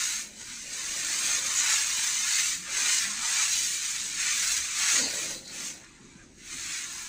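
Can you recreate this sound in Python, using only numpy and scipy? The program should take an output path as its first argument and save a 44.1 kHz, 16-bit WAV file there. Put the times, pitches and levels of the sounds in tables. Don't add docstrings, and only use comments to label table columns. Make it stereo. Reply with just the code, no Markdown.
import sys
import numpy as np
from scipy import signal
from scipy.fft import rfft, irfft
from scipy.io import wavfile
from scipy.ndimage import uniform_filter1d

SR = 44100
rng = np.random.default_rng(int(sys.argv[2]) if len(sys.argv) > 2 else 0)


def materialize(psi):
    bounded = np.clip(np.atleast_2d(psi).T, -1, 1)
    quanta = np.round(bounded * 32767).astype(np.int16)
    wavfile.write(sys.argv[1], SR, quanta)


N = 312228
TIME = np.arange(N) / SR
FREQS = np.fft.rfftfreq(N, 1 / SR)

# f/Hz, relative level/dB
HISS_SPECTRUM = [(1710, -11), (2900, -9.5), (3290, -11), (4000, -6.5), (5290, -8), (6500, -1), (7040, -4.5),
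                 (8180, -4.5), (9600, -19.5), (12500, -40), (21100, -120)]


def undb(db):
    return 10 ** (np.asarray(db) / 20)


def unit(x):
    return x / np.sqrt(np.mean(x ** 2))


def colour(x, spectrum):
    hz, db = np.transpose(spectrum)
    octave, knots = np.log2(FREQS + 1), np.log2(hz)
    beyond = np.abs(octave - np.clip(octave, knots.min(), knots.max()))
    gain = undb(np.interp(octave, knots, db) - 54 * beyond)
    return unit(irfft(rfft(x) * gain, N))


def resonate(x, hz, width_hz):
    return signal.lfilter(*signal.iirpeak(hz, hz / width_hz, fs=SR), x)


def wander(cutoff_hz):
    return unit(irfft(rfft(rng.standard_normal(N)) / (1 + (FREQS / cutoff_hz) ** 4), N))


def swell(centre_s, sigma_s):
    return np.exp(-.5 * np.minimum(((TIME - centre_s) / sigma_s) ** 2, 60))


def gesture(start, peak, end, fade, attack, release, hold_s=.03):
    off_peak = np.maximum(np.abs(TIME - peak) - hold_s, 0)
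    early, late = np.maximum(start - TIME, 0), np.maximum(TIME - end, 0)
    down_db = fade * off_peak + attack * early + release * late
    return undb(-np.minimum(down_db, 100))


def snags(per_s, spread_db):
    slips = rng.random(N) < per_s / SR
    return unit(slips * rng.standard_normal(N) * undb(spread_db * rng.standard_normal(N)))


def strokes():
    # start t/s, fastest t/s, end t/s, hiss level/dB, fade from the peak/(dB/s),
    # then rasp, drag and sheen level/dB relative to the hiss
    hand_strokes = [(0, 0.016, 0.21, -29.5, 36, -7, -24.5, -14),
                    (0.396, 0.555, 0.76, -40.5, 24, -9, -22.5, -17.5),
                    (0.742, 1.303, 1.376, -27.5, 16, -10, -21, -16),
                    (1.464, 1.722, 1.816, -26, 21.5, -8.5, -18, -15.5),
                    (1.877, 2.05, 2.216, -28, 16, -10.5, -20, -15.5),
                    (2.28, 2.37, 2.536, -26, 31, -9.5, -25, -15.5),
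                    (2.706, 2.71, 2.84, -36.5, 16, -2.5, -15, -19.5),
                    (2.775, 2.92, 3.036, -25.5, 36, -9, -23.5, -16),
                    (3.087, 3.106, 3.26, -35.3, 14, -5.5, -13.5, -19),
                    (3.266, 3.448, 3.434, -26, 14, -9.5, -17, -19),
                    (3.523, 3.545, 3.78, -27.5, 23, -13.5, -29, -13.5),
                    (3.837, 3.875, 4.1, -31, 22, -11, -25, -17.5),
                    (4.193, 4.318, 4.33, -29, 13, -6.5, -26.5, -18.5),
                    (4.393, 4.493, 4.57, -27, 16, -9.5, -25.5, -14),
                    (4.615, 4.63, 4.71, -35.5, 5, -6.5, -26, -18),
                    (4.783, 4.946, 4.98, -24.5, 25, -7, -20.5, -17),
                    (5.08, 5.184, 5.333, -32.6, 34, -10, -19, -14),
                    (5.55, 5.684, 5.675, -36, 24, -9, -20.5, -15.7),
                    (5.78, 5.803, 6.24, -57.5, 10, -1.5, -6.5, -24.5),
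                    (6.06, 6.1, 6.3, -61, 14, -8, -12, -31), (6.505, 6.74, 6.83, -35, 27.5, -6, -21.5, -17),
                    (6.893, 6.977, 7.15, -39, 34, -8.5, -14, -14.5)]
    attack, palm_attack, release = 102, 350, 127
    press_lead_s, palm_lead_s = 0.022, 0.033
    hiss = rasp = drag = sheen = 0
    for start, fastest, end, db, fade, rasp_db, drag_db, sheen_db in hand_strokes:
        hardest = fastest - press_lead_s
        speed = gesture(start, fastest, end, fade, attack, release)
        pressure = gesture(start, hardest, end, fade, attack, release)
        contact = gesture(start - palm_lead_s, hardest, end, fade, palm_attack, release)
        hiss = hiss + (speed * undb(db)) ** 2
        sheen = sheen + (speed * undb(db + sheen_db)) ** 2
        rasp = rasp + (pressure * undb(db + rasp_db)) ** 2
        drag = drag + (contact * undb(db + drag_db)) ** 2
    return np.sqrt([hiss, rasp, drag, sheen])


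def weave(grip):
    # f/Hz, bandwidth/Hz, mean relative level/dB
    rib_resonances = [(4420, 160, -24), (6610, 570, -16)]
    friction = snags(per_s=26000, spread_db=2.5) * grip
    rings = sum(undb(db + 5 * wander(10)) * resonate(friction, hz, width)
                for hz, width, db in rib_resonances)
    return colour(friction + rings, HISS_SPECTRUM)


def hand_hollow(x, depth_db):
    _, _, frames = signal.stft(x, nperseg=512)
    ripple = rng.standard_normal(frames.shape)
    ripple = uniform_filter1d(ripple, 7, axis=0)
    ripple = uniform_filter1d(ripple, 11, axis=1)
    _, filtered = signal.istft(frames * undb(depth_db * unit(ripple)))
    return unit(filtered[:N])


def scrubbing(palm_load):
    # f/Hz, relative level/dB
    rasp_spectrum = [(680, -32.5), (1150, -10), (1320, -7), (1440, -2), (1600, -4.5), (2100, 0),
                     (2500, -0.5), (3200, -10.5), (4160, -2.5), (7040, -120)]
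    sheen_spectrum = [(8500, -1), (9600, -4), (10600, -1), (12000, -9), (14000, -12), (14800, 0),
                      (15600, -3.5), (16500, -4)]
    drag_spectrum = [(500, -25), (720, -10.5), (900, 0.5), (1150, 0.5), (1450, -1), (2000, -7)]
    foam_spectrum = [(220, -36), (390, -1), (530, 1), (700, -1), (950, -11.5), (1400, -21)]
    hiss_gain, rasp_gain, drag_gain, sheen_gain = strokes()
    foam_gain = np.hypot(palm_load, hiss_gain * undb(-44.5))
    grip = undb(0.27 * wander(37) + 0.88 * wander(200))
    hiss = hand_hollow(weave(grip), depth_db=.5) * hiss_gain
    pressed_cloth = colour(snags(per_s=14000, spread_db=1.0) * grip, rasp_spectrum)
    rasp = hand_hollow(pressed_cloth, depth_db=0.83) * rasp_gain
    sheen = colour(snags(per_s=11000, spread_db=2.0) * grip, sheen_spectrum) * sheen_gain
    drag = colour(snags(per_s=2500, spread_db=0.5) * grip, drag_spectrum) * drag_gain
    foam = colour(snags(per_s=1400, spread_db=-2.5) * grip, foam_spectrum) * foam_gain
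    return hiss + rasp + sheen + drag + foam


def walls(x, t60_s, wet_db, move_hz, patterns=12):
    t = TIME[:SR // 4]
    weights = np.array([wander(move_hz) for _ in range(patterns)])
    weights = weights / np.linalg.norm(weights, axis=0)
    tails = rng.standard_normal((patterns, len(t))) * undb(-60 * t / t60_s) * (t > .0008)
    wet = sum(weight * signal.oaconvolve(x, tail / np.linalg.norm(tail))[:N]
              for weight, tail in zip(weights, tails))
    return (x + undb(wet_db) * wet) / np.hypot(1, undb(wet_db))


def room_modes(x):
    # f/Hz, bandwidth/Hz, level/dB relative to the direct sound
    modes = [(263, 15.5, -4.5), (538, 19, 1)]
    return x + sum(undb(db) * resonate(x, hz, width) for hz, width, db in modes)


def outdoor_rumble():
    # f/Hz, relative level/dB
    rumble_spectrum = [(20, 4), (31, 0), (48, -3.5), (75, -2.5), (115, -7), (260, -8.5), (390, -19),
                       (520, -24), (900, -24), (4000, -29), (15000, -69)]
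    waver = undb(1.5 * wander(6))
    return colour(rng.standard_normal(N), rumble_spectrum) * waver * undb(-60.0)


def knees(knee_load):
    # f/Hz, relative level/dB
    knee_spectrum = [(70, -16), (140, 0), (210, 1.5), (270, -2), (335, 3.5), (410, -8), (800, -38)]
    sit_up_s, sit_up_db = 4.8, 5
    upright = np.clip((TIME - sit_up_s) / .5, 0, 1)
    restless = undb(-64.5 + sit_up_db * upright + 3 * wander(10))
    return colour(snags(per_s=2500, spread_db=2.5), knee_spectrum) * np.hypot(restless, knee_load)


def leans():
    # start t/s, heaviest t/s, end t/s, foam level/dB, fade from the peak/(dB/s),
    # knee level/dB relative to the foam
    body_leans = [(0.216, 0.256, 0.42, -62.5, 13.5, 0), (0.654, 1.332, 1.52, -56, 9, 0),
                  (1.58, 1.6, 2.1, -63.5, 17, -2), (2.668, 2.817, 2.88, -58.5, 16, -2),
                  (3.036, 3.1, 3.4, -66, 20, 4.5), (3.293, 3.33, 3.23, -52, 32.5, -11),
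                  (3.573, 3.6, 3.76, -64.5, 32, 4), (4.023, 4.07, 4.12, -67, 20, 7.5),
                  (4.24, 4.503, 4.68, -64, 14, -1), (4.93, 5.055, 5.4, -45.5, 78, -4),
                  (5.23, 5.27, 5.79, -54.5, 13, 0.5), (6.18, 6.2, 6.32, -70.5, 29, 13.5),
                  (6.553, 6.6, 6.9, -71, 3, 7.5)]
    attack, release = 280, 204
    palm_power = knee_power = 0
    for start, heaviest, end, db, fade, knee_db in body_leans:
        load = undb(db) * gesture(start, heaviest, end, fade, attack, release)
        palm_power = palm_power + load ** 2
        knee_power = knee_power + (load * undb(knee_db)) ** 2
    return np.sqrt([palm_power, knee_power])


def bumps():
    # centre t/s, greatest rms level/dB, f/Hz, Gaussian sigma/s
    soft_bumps = [(0.29, -59, 215, 0.12), (.56, -57.5, 225, 0.056), (1.304, -63, 84.2, 0.11),
                  (2.2, -59, 207, 0.034), (2.608, -52.5, 176.8, 0.022), (2.817, -56.5, 261.3, 0.019),
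                  (3.095, -51, 207, 0.042), (3.188, -53.5, 225, 0.022), (3.605, -63, 77.8, 0.019),
                  (4.5, -56, 40, 0.083), (4.60, -55.5, 72, 0.044), (5.028, -42.5, 268, 0.031),
                  (5.03, -48, 535, .03), (6.015, -55, 200, 0.0089), (6.16, -45.5, 230, 0.0043),
                  (6.55, -52.5, 272.6, 0.0088), (6.605, -61.5, 89.2, 0.048)]
    warped_time = np.cumsum(1 + 0.078 * wander(65)) / SR
    return sum(np.sqrt(2) * undb(db) * swell(centre, sigma) * np.sin(2 * np.pi * hz * warped_time)
               for centre, db, hz, sigma in soft_bumps)


def swishes():
    # centre t/s, greatest rms level/dB, f/Hz, approximate bandwidth/Hz, Gaussian sigma/s
    finger_swishes = [(1.347, -39.5, 2250, 600, .035), (1.593, -28, 6800, 600, 0.029),
                      (1.71, -34, 1840, 990, 0.043), (1.714, -26.5, 6800, 1200, 0.022),
                      (2.335, -37, 4400, 400, 0.053), (2.39, -36, 2110, 510, .02),
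                      (2.68, -43, 1500, 1200, 0.013), (2.85, -39, 2400, 500, 0.045),
                      (3.025, -38, 1940, 600, 0.057), (3.578, -34.5, 6640, 400, 0.086),
                      (4.97, -29.5, 6500, 450, 0.053), (5.028, -33, 4430, 350, 0.058),
                      (5.192, -41.5, 4140, 350, 0.063), (5.368, -46, 4170, 402, 0.03),
                      (5.482, -43, 4230, 400, 0.028), (5.573, -45, 2540, 700, .018),
                      (5.671, -38, 6700, 1200, 0.025), (5.85, -52.5, 1650, 600, 0.016),
                      (6.097, -66, 2330, 500, 0.016), (6.205, -58, 1700, 801, 0.028),
                      (6.732, -46, 2070, 600, .04)]
    friction = snags(per_s=9300, spread_db=6.0)
    sound = 0
    for centre, db, hz, width, sigma in finger_swishes:
        stage_width = 1.5 * width
        band = resonate(resonate(friction, hz, stage_width), hz, stage_width)
        sound = sound + unit(band) * undb(db) * swell(centre, sigma)
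    return sound


def flicks(decay_s):
    # onset t/s, initial level/dB
    folds = [(5.4773, -37.5), (5.4884, -52), (5.7016, -32), (5.8456, -47.5)]
    envelope = sum(undb(db) * (TIME >= onset) * np.exp(-np.abs(TIME - onset) / decay_s)
                   for onset, db in folds)
    return envelope * colour(rng.standard_normal(N), HISS_SPECTRUM)


def scene():
    palm_load, knee_load = leans()
    hand = scrubbing(palm_load) + swishes() + flicks(decay_s=0.0054)
    hand_in_room = walls(hand, t60_s=0.066, wet_db=-2.0, move_hz=10.4)
    mono = room_modes(hand_in_room + knees(knee_load) + bumps() + outdoor_rumble())
    return np.array([mono, mono])


def record(dry):
    cutoff_hz = 15530
    return signal.sosfilt(signal.ellip(12, .2, 80, cutoff_hz, fs=SR, output="sos"), dry)


dry = scene()
out = record(dry)
materialize(out)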